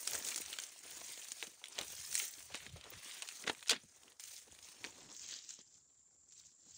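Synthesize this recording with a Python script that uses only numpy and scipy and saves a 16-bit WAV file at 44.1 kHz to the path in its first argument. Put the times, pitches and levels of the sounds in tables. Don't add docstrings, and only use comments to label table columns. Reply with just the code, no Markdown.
import sys
import numpy as np
from scipy import signal
from scipy.fft import rfft, irfft, next_fast_len
from scipy.io import wavfile
from scipy.ndimage import uniform_filter1d

SR = 44100
rng = np.random.default_rng(int(sys.argv[2]) if len(sys.argv) > 2 else 0)


def to_wav(sig):
    pcm = np.clip(np.atleast_2d(sig), -1, 1) * 32767
    pcm = np.round(pcm).astype(np.int16)
    wavfile.write(sys.argv[1], SR, pcm.T)


N = 298716

# full at t/s, held t/s, swish level/dB, rise in s per 10 dB,
# fall in s per 10 dB, rustle level/dB against the swish, thick stems level/dB against the swish
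STROKES = [(.01, .08, -50, .1, .1, -10, -19), (.13, .02, -45.5, .06, .07, -6, -8),
           (.281, .005, -43.5, .05, .045, -7, -12), (.368, .005, -48, .07, .07, -9, -15),
           (.5, .02, -53, .2, .08, -4, -14), (.6, .005, -54, .07, .18, -3, -13),
           (.904, .22, -52.5, .12, .4, -6, -15), (1.43, .005, -56, .2, .09, -8, -19),
           (1.72, .005, -62, .08, .1, -1.5, -4), (1.8, .005, -56, .06, .06, 5, .1),
           (1.864, .22, -52.5, .08, .3, -7, -18), (2.17, .054, -44, .1, .06, -9, -20),
           (2.39, .005, -55, .15, .12, -9, -15), (2.551, .005, -56, .04, .05, 4, -11),
           (2.662, .005, -59, .08, .05, 1.1, -7), (2.765, .005, -64, .05, .05, 3, -9),
           (2.854, .005, -63, .05, .05, 5, 1.5), (2.936, .04, -61, .04, .06, 3, -6),
           (3.066, .06, -53, .1, .25, -1.5, -15), (3.33, .09, -57, .1, .025, -10, -25),
           (3.519, .005, -58, .08, .035, -6, 1.1), (3.64, .005, -62, .15, .05, -8, -16),
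           (3.725, .005, -60, .02, .025, 19, 8), (3.79, .005, -66, .05, .2, -6, -11),
           (3.97, .005, -69, .06, .05, -6, -12), (4.081, .005, -65, .07, .07, -7, -3),
           (4.205, .18, -55.5, .007, .06, -8, -21), (4.537, .005, -63, .1, .12, -4, -9),
           (4.682, .005, -57, .07, .08, -6, -15), (4.858, .005, -56.5, .08, .07, -6, -3),
           (5.008, .005, -61, .07, .05, .1, -.6), (5.11, .005, -63.5, .05, .04, -3, 1.1),
           (4.79, .005, -65, .04, .04, 1.5, -9), (5.177, .005, -55.5, .08, .12, -11, -30),
           (5.314, .005, -49.5, .08, .09, -1.5, -18), (5.513, .005, -50.5, .045, .04, -7, -26),
           (5.598, .005, -63.5, .05, .02, 1.5, -11), (5.74, .02, -67, .12, .07, -15, -15),
           (6.33, .005, -62, .03, .06, -13, -24), (6.39, .005, -62, .04, .05, -8, -23),
           (6.46, .005, -61, .04, .055, -14, -21), (6.685, .005, -62, .04, .1, -7, -13),
           (6.77, .005, -57, .09, .1, -15, -25)]
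# t/s, level/dB
SETTLING = [(0, -60), (.8, -67), (1.58, -73), (2.3, -67), (2.75, -74), (3.3, -68), (3.8, -72), (4.17, -76),
            (4.9, -68), (5.5, -69), (5.65, -77), (5.9, -80), (6.77, -80)]
# f/Hz, level/dB
OPEN_PORT = [(50, -44), (120, -22), (250, -10), (600, -9), (1200, -11), (2100, -6), (5000, -6), (6600, -1),
             (8000, -5), (8900, 0), (9400, -2), (10400, -13), (13500, -21), (14600, -8), (15700, -9)]
# f/Hz, level/dB
SHADED_PORT = [(50, -40), (120, -23), (250, -19), (600, -28), (1200, -26), (2500, -19.5), (3700, -13),
               (5400, -6.5), (6750, -2), (7450, -3), (8300, -16), (9700, -33.5), (12600, -49), (14000, -34),
               (15200, -24)]
# t/s, share of the shaded colour (0 to 1)
SHADE = [(4.5, 0.11), (4.9, 0.31), (5.1, 0.7), (5.3, 0.9), (5.55, 0.87), (5.7, 0.95)]
PART_EDGES_HZ = (1200, 4000, 13200)
STALK_HZ = (700, 1600, 3000, 5000, 7500, 11000)
# t/s, level/dB, rise in s per 10 dB, fall in s per 10 dB
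BUMPS = [(.15, -62, .035, .035), (.26, -76, .06, .06), (.47, -71, .07, .045), (.94, -76, .1, .17),
         (1.49, -85, .2, .2), (1.795, -65, .014, .035), (1.9, -73, .08, .08), (2., -67, .08, .04),
         (2.11, -70, .06, .06), (2.42, -70, .06, .08), (2.535, -63, .035, .011), (2.63, -66, .03, .04),
         (2.7, -58, .025, .025), (2.745, -52, .02, .035), (2.865, -67, .04, .022), (2.97, -57, .03, .014),
         (3.36, -82, .06, .02), (3.49, -67, .015, .025), (3.58, -75, .015, .04), (3.69, -72, .01, .035),
         (3.85, -75, .045, .07), (4.02, -82, .04, .12), (4.3, -88, .2, .2), (4.53, -71, .045, .035),
         (4.64, -77, .08, .05), (4.815, -69, .014, .018), (4.88, -76, .02, .09), (5.07, -69, .09, .016),
         (5.22, -75, .045, .11), (5.6, -82, .03, .05), (5.79, -82, .1, .06), (6.15, -90, .3, .3),
         (6.47, -80, .12, .035), (6.73, -77, .08, .2)]
# f/Hz, level/dB
BUMP_COLOUR = [(18, -37.5), (30, -28), (51, -4.5), (75, 1), (146, -5.5), (180, -11), (230, -33),
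               (400, -120)]
# middle f/Hz, width f/Hz, level/dB
THIN_HISS = (7300, 310, -69)
# t/s, peak level/dB, ring f/Hz
THUDS = [(.072, -50, 496), (.142, -45.5, 567), (.289, -52, 517.8), (.355, -53, 357), (.525, -59, 385),
         (.851, -55, 436), (1.004, -58, 340.4), (1.434, -49, 490), (1.471, -53.5, 290), (1.615, -52.5, 600),
         (1.784, -38, 611.9), (1.808, -46.5, 304), (2.22, -52, 427), (2.376, -58, 322.3), (2.501, -50, 573),
         (2.542, -47.5, 569.8), (2.66, -54.5, 233), (2.759, -47.5, 440), (2.854, -57, 502.4),
         (2.919, -51, 416.3), (3.223, -49, 749.2), (3.443, -47.5, 350), (3.473, -39, 325),
         (3.499, -43, 276.2), (3.71, -32.5, 527), (3.722, -41, 282), (3.76, -48, 242), (3.834, -57, 164.3),
         (4.043, -64, 332), (4.468, -60.5, 275.5), (4.59, -63.5, 484), (4.741, -60, 352), (4.808, -58, 323),
         (4.842, -47.5, 317.3), (4.981, -61, 566), (5.042, -62, 149), (5.06, -61, 146), (5.09, -62, 450),
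         (5.588, -59.5, 267.2), (6.663, -65.5, 220.6)]
# t/s, peak level/dB, ring f/Hz,
# thick part level/dB, fine part level/dB (both parts are set against the middle of the snap)
SNAPS = [(.0747, -21.5, 6800, -41, -29), (.0785, -32, 7300, -21, -19), (.1338, -25, 6400, -27, -25),
         (.1454, -29, 9000, -30, -23), (.1522, -27, 5860, -23, -18), (.1583, -33, 7860, -0.5, -19),
         (.1634, -36, 5000, -21, -18), (.249, -29, 8700, -31.5, -25), (.2693, -34.5, 5040, -17, -21),
         (.2754, -34, 5500, -24, -26), (.2867, -27, 9060, -27, -23), (.2918, -29.5, 6620, -31, -17),
         (.2974, -36, 7000, -30, -16), (.3061, -30, 9100, -38, -23), (.3446, -27, 6800, -41, -21),
         (.3604, -25, 9470, -28, -22.5), (.3783, -28.5, 8500, -13, -18), (.385, -29.5, 6540, -18, -14),
         (.4607, -31.5, 5040, -28.5, -27), (.5004, -40, 5000, -27, -24), (.5293, -28.5, 3500, -23, -31),
         (.537, -34.5, 3560, -34, -34), (.587, -26.5, 3150, -16.5, -17), (.6, -31, 5800, -32.5, -18),
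         (.637, -31, 6900, -31, -31), (1.0148, -39, 4500, 6.5, -18.5), (1.1017, -36, 8900, -31, -22),
         (1.2448, -37, 8840, -36.5, -11.5), (1.2852, -35.5, 8880, -16, -4), (1.3188, -26, 6000, -13, -28),
         (1.4268, -24.5, 2780, 1.5, -43), (1.4697, -36.5, 7000, -26, -27), (1.6404, -30.5, 3600, -18, -29),
         (1.657, -36, 4630, -20, -21), (1.684, -37, 9180, -12, -2), (1.782, -32.5, 2360, -10.5, -9),
         (1.7882, -22, 3200, -11, -19), (1.8126, -28.5, 3640, -12, -2), (1.8327, -33.5, 3670, -23, -20),
         (1.951, -37, 8990, -34, -28), (2.0128, -37, 8600, -35, -28), (2.0632, -36.5, 9400, -30, -20),
         (2.1273, -30, 8400, -31.5, -15), (2.1437, -24.5, 8880, -46, -22), (2.153, -18.5, 8900, -52, -8),
         (2.1778, -25, 7040, -34.5, -4), (2.1938, -26.5, 8990, -35.5, -12), (2.199, -24.5, 2930, -22, -21),
         (2.2182, -34, 7320, -21, -21), (2.2404, -33, 6630, -24.5, -22), (2.4264, -38, 8600, -34, -20),
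         (2.5454, -25.5, 2600, -4, -31), (2.5539, -31.5, 4000, -27, -33.5), (2.665, -36.5, 2060, -11, -19),
         (2.8116, -41, 3440, -24, -35), (2.8403, -43.5, 3710, -24, -28), (2.9034, -37.5, 7190, -23, 18),
         (2.9178, -45, 3040, -8.5, -22), (2.936, -42.5, 1870, -15, -22), (3.222, -24, 3980, -34, -21),
         (3.2274, -33, 2650, -30, -35), (3.2754, -37.5, 4180, -22.5, -19), (3.2882, -29.5, 4000, -38, -9),
         (3.3084, -52, 6630, -21, -19), (3.3613, -40, 6000, -32.5, -25), (3.4396, -35, 1840, -9, -35),
         (3.4662, -35, 3280, -4, -43), (3.47, -30, 2720, -26.5, -45.5), (3.4745, -23, 1800, 4.5, -41.5),
         (3.4779, -19.5, 1410, -28, -42), (3.4874, -34, 3000, -28.5, -47), (3.4917, -31, 2200, -6, -33),
         (3.4953, -28.5, 1800, -2, -58.5), (3.497, -21, 1430, 5, -46.5), (3.5009, -30.5, 2290, -8.5, -40.5),
         (3.549, -41.5, 2680, -26, -23), (3.5926, -43.5, 3548, -27, -26.5), (3.6084, -41.5, 5000, -29, -30),
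         (3.6268, -39, 3260, -42, -36.5), (3.6606, -41.5, 1840, -28.5, -37.5), (3.669, -43, 3350, -27, -36),
         (3.6744, -36, 3910, -21, -21.5), (3.683, -28, 6560, -31, -31), (3.6943, -15.5, 3700, -26, -36.5),
         (3.697, -13, 3980, -34, -42.5), (3.7054, -18.5, 4250, -25.5, -30), (3.7095, -18, 3500, -4, -24.5),
         (3.712, -18.5, 5980, -29, -39.5), (3.7165, -22.5, 2210, -13.5, -27),
         (3.7225, -27, 2470, -17.5, -38), (3.7318, -24, 2500, -19, -43), (3.744, -43, 6220, -25.5, -30.5),
         (3.7637, -33, 1590, -12, -28.5), (4.0336, -46.5, 6240, -19, -29), (4.0802, -48, 2700, -6, -27),
         (4.12, -47, 3760, -5, -25), (4.1972, -36, 7040, -40, -24), (4.2382, -34.5, 7850, -31, -11),
         (4.3785, -44, 6200, -40, -14), (4.589, -43.5, 4000, -25, -20.5), (4.6873, -42, 5000, -4, -27),
         (4.8422, -27, 2400, -38.5, -42), (4.8476, -31, 1930, -15, -39), (4.8702, -38.5, 3000, 4, -34),
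         (5.0067, -47.5, 2700, -14, -39), (5.1658, -37.5, 6440, -45, -31),
         (5.1949, -36.5, 6300, -51.5, -34), (5.244, -44, 4350, -36, -40.5), (5.2883, -36, 6000, -18, -41),
         (5.3096, -41, 6400, -19, -41), (5.447, -43.5, 5000, -14, -38), (5.4914, -37, 6500, -40, -30),
         (5.5056, -35.5, 5000, -35, -33), (5.59, -49, 1500, 8.5, -34), (5.7554, -57, 6850, -35, -42),
         (5.7725, -57, 6690, -34, -49), (6.322, -49.5, 7000, -40, -45)]

EDGE_HZ = 15750
TICKS_PER_S = 180
TICK_SPREAD_DB, TICK_SHARE = 4.8, .45
SETTLING_WEIGHT_DB, SETTLING_THICK_DB = -11, -18.5
THICK_FLOOR_DB, FIZZ_FLOOR_DB = -85, -103
FIZZ_DB, FIZZ_PER_DB, FIZZ_PER_WEIGHT, FIZZ_SHADED_DB = -11.5, .4, -.36, -17
USUAL_SWISH_DB = -55
PATCHES_DB, LONG_PATCHES_DB = .99, 2
CALM_DB, CALM_LUMPS_DB = -92, 2.5
THUD_T60_S, KNOCK_T60_S = .086, .021
CRACK_T60_S, RATTLE_T60_S = .0032, .026
BRIGHT_DB, BRIGHT_DB_PER_OCTAVE, USUAL_RING_HZ = -1.6, 9, 4000
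STALK_LUMPS_DB = 2.5
CHANCE_PER_S, CHANCE_DB, CHANCE_SPREAD_DB = 14, 6.5, 2.5
CHANCE_HZ = (3000, 9233.7)
CHANCE_THICK_DB, CHANCE_FINE_DB = -25.5, -22


def gain_of(db):
    return 10 ** (np.asarray(db) / 20)


def evened(x):
    return x / np.sqrt(np.mean(x ** 2) + 1e-20)


def read(points, hz):
    f, value = np.transpose(points)
    return np.interp(np.log(hz + 1), np.log(f + 1), value)


def causal(gain):
    log = np.log(gain + 1e-7)
    circle = np.concatenate([log, log[:, -2:0:-1]], axis=1)
    phase = -signal.hilbert(circle, axis=1).imag[:, :gain.shape[1]]
    return gain * np.exp(1j * phase)


def swells(t, s, held, rise, fall):
    after = t - s[:, None]
    rising = np.maximum(-after, 0) / rise[:, None]
    falling = np.maximum(after - held[:, None], 0) / fall[:, None]
    return gain_of(-10 * (rising + falling))


def add(mix, starts, sounds):
    for start, one in zip(np.round(starts * SR).astype(int), sounds):
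        part = mix[start:start + len(one)]
        part += one[:len(part)]


def shade_at(s):
    return np.clip(np.interp(s, *np.transpose(SHADE)), 0, 1)


def grass_colour(s, hz, levels):
    shade = shade_at(s)[:, None]
    port_db = (1 - shade) * read(OPEN_PORT, hz) + shade * read(SHADED_PORT, hz)
    power = gain_of(port_db) ** 2
    below = [0 * hz]
    below += [1 / (1 + (hz / edge) ** (4 + edge / 1000)) for edge in PART_EDGES_HZ]
    below += [1 / (1 + (hz / EDGE_HZ) ** 80)]
    out = 0
    for low, high, level in zip(below, below[1:], levels):
        piece = power * np.clip(high - low, 1e-9, 1)
        out = out + piece / piece.mean(axis=1, keepdims=True) * level[:, None]
    return out


def brushing(t):
    s, held, db, rise, fall, weight_db, thick_db = np.transpose(STROKES)
    strokes = gain_of(db)[:, None] * swells(t, s, held, rise, fall)
    settling = gain_of(np.interp(t, *np.transpose(SETTLING)))
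    each = np.vstack([strokes, settling]) ** 2
    weight_db = np.append(weight_db, SETTLING_WEIGHT_DB)
    thick_db = np.append(thick_db, SETTLING_THICK_DB)

    thick = gain_of(thick_db) ** 2 @ each + gain_of(THICK_FLOOR_DB) ** 2
    rustle = gain_of(weight_db) ** 2 @ each
    swishing = each.sum(axis=0)
    harder_db = 10 * np.log10(swishing) - USUAL_SWISH_DB
    fizz_db = FIZZ_DB + FIZZ_PER_DB * harder_db + FIZZ_SHADED_DB * shade_at(t)
    fizz = gain_of(FIZZ_PER_WEIGHT * weight_db) ** 2 @ each * gain_of(fizz_db) ** 2
    return thick, rustle, swishing, fizz + gain_of(FIZZ_FLOOR_DB) ** 2


def ticks():
    length = next_fast_len(N)
    hz, out = np.fft.rfftfreq(length, 1 / SR), 0
    count = round(TICKS_PER_S * N / SR)
    for own in np.eye(len(STALK_HZ)):
        strikes = np.zeros(N)
        strength_db = TICK_SPREAD_DB * np.minimum(rng.exponential(1, count), 4.5)
        strikes[rng.integers(0, N, count)] = gain_of(strength_db)
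        fading = signal.lfilter([1], [1, -np.exp(-1 / (.0027 * SR))], strikes)
        rattle = evened(fading * rng.standard_normal(N))
        pitch_range = np.sqrt(np.interp(hz, STALK_HZ, own))
        out = out + rfft(rattle, length) * pitch_range
    return evened(irfft(out, length)[:N])


def swish():
    clumps = gain_of(1.8 * evened(uniform_filter1d(rng.standard_normal(N), size=600)))
    mixed = TICK_SHARE * ticks() + (1 - TICK_SHARE) * rng.standard_normal(N)
    drive = evened(clumps * mixed)
    hz, t, z = signal.stft(drive, SR, nperseg=512, noverlap=384)
    power = grass_colour(t, hz, brushing(t))

    def smooth_noise(moments, bins):
        along_time = uniform_filter1d(rng.standard_normal(power.shape), size=moments, axis=0)
        return evened(uniform_filter1d(along_time, size=bins, axis=1))

    uneven_db = PATCHES_DB * smooth_noise(8, 12) + LONG_PATCHES_DB * smooth_noise(24, 3)
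    gain = causal(np.sqrt(power) * gain_of(uneven_db))
    return signal.istft(z * gain.T, SR, nperseg=512, noverlap=384)[1][:N]


def bumps():
    length = next_fast_len(N)
    colour = gain_of(read(BUMP_COLOUR, np.fft.rfftfreq(length, 1 / SR)))
    rumble = evened(irfft(rfft(rng.standard_normal(length)) * colour, length)[:N])
    s, db, rise, fall = np.transpose(BUMPS)
    t = np.arange(0, N + 64, 64) / SR
    lumps = evened(uniform_filter1d(rng.standard_normal(len(t)), size=50))
    calm = gain_of(CALM_DB + CALM_LUMPS_DB * lumps)
    bumping = gain_of(db) ** 2 @ swells(t, s, 0 * s, rise, fall) ** 2
    level = np.sqrt(bumping + calm ** 2)
    return rumble * np.interp(np.arange(N) / SR, t, level)


def thin_hiss():
    centre_hz, width_hz, level_db = THIN_HISS
    length = next_fast_len(N)
    hz = np.fft.rfftfreq(length, 1 / SR)
    resonance = 1 / (1 + ((hz - centre_hz) / width_hz) ** 2)
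    hiss = irfft(rfft(rng.standard_normal(length)) * resonance, length)[:N]
    waver = gain_of(1.1 * evened(uniform_filter1d(rng.standard_normal(N), size=1500)))
    return gain_of(level_db) * evened(hiss) * waver * shade_at(np.arange(N) / SR)


def thuds():
    s, peak_db, ring_hz = np.transpose(THUDS)
    t, hz = np.arange(8192) / SR, np.fft.rfftfreq(8192, 1 / SR)
    octaves = np.log2((hz + 1) / ring_hz[:, None])
    noise = rfft(rng.standard_normal((len(s), 8192)))
    swell = (1 - np.exp(-t / .0029)) * gain_of(-60 * t / THUD_T60_S)
    push = irfft(noise * np.exp(-(octaves / .8) ** 2)) * swell
    knock_fade = gain_of(-9 - 60 * t / KNOCK_T60_S) * np.minimum(t / .00055, 1)
    knock = irfft(noise * np.exp(-(octaves - 1.6) ** 2)) * knock_fade
    sound = push + knock
    out = np.zeros(N)
    add(out, s, sound * gain_of(peak_db)[:, None] / abs(sound).max(axis=1, keepdims=True))
    return out


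def chance_snaps():
    when, size, pitch = rng.random((round(CHANCE_PER_S * N / SR), 3)).T
    s = when * N / SR
    swish_db = 10 * np.log10(brushing(s)[2])
    peak_db = swish_db + CHANCE_DB - CHANCE_SPREAD_DB * np.log(size + .02)
    ring_hz = CHANCE_HZ[0] + (CHANCE_HZ[1] - CHANCE_HZ[0]) * pitch
    fine_db = CHANCE_FINE_DB + FIZZ_SHADED_DB * shade_at(s)
    return np.transpose([s, peak_db, ring_hz, CHANCE_THICK_DB + 0 * s, fine_db])


def snaps():
    s, peak_db, ring_hz, thick_db, fine_db = np.vstack([SNAPS, chance_snaps()]).T
    bright_db = BRIGHT_DB + BRIGHT_DB_PER_OCTAVE * np.log2(ring_hz / USUAL_RING_HZ)
    t, hz = np.arange(2048) / SR, np.fft.rfftfreq(2048, 1 / SR)
    crack = gain_of(-60 * t / CRACK_T60_S)
    rattle = gain_of(-6.5 - 60 * t / RATTLE_T60_S)
    onset = np.minimum(t / .0001, 1)
    burst = rng.standard_normal((len(s), 2048)) * (crack + rattle) * onset

    ring = gain_of(5 * np.exp(-(np.log((hz + 1) / ring_hz[:, None]) / .3) ** 2))
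    uneven = evened(uniform_filter1d(rng.standard_normal(ring.shape), size=8, axis=1))
    lumps = gain_of(STALK_LUMPS_DB * uneven)
    parts = gain_of([thick_db, -bright_db / 2, bright_db / 2, fine_db]) ** 2
    power = grass_colour(s, hz, parts)
    sound = irfft(rfft(burst) * causal(np.sqrt(power) * ring * lumps))
    out = np.zeros(N)
    add(out, s, sound * gain_of(peak_db)[:, None] / abs(sound).max(axis=1, keepdims=True))
    return out


def scene():
    return (swish() + bumps() + thin_hiss() + thuds() + snaps())[None]


def record(dry):
    bass_cut = signal.butter(3, 40., "high", fs=SR, output="sos")
    thinned = signal.sosfilt(bass_cut, dry)
    treble_cut = signal.firwin(1023, EDGE_HZ, window=("kaiser", 9), fs=SR)
    return signal.oaconvolve(thinned, treble_cut[None], "same")


dry = scene()
out = record(dry)
to_wav(out)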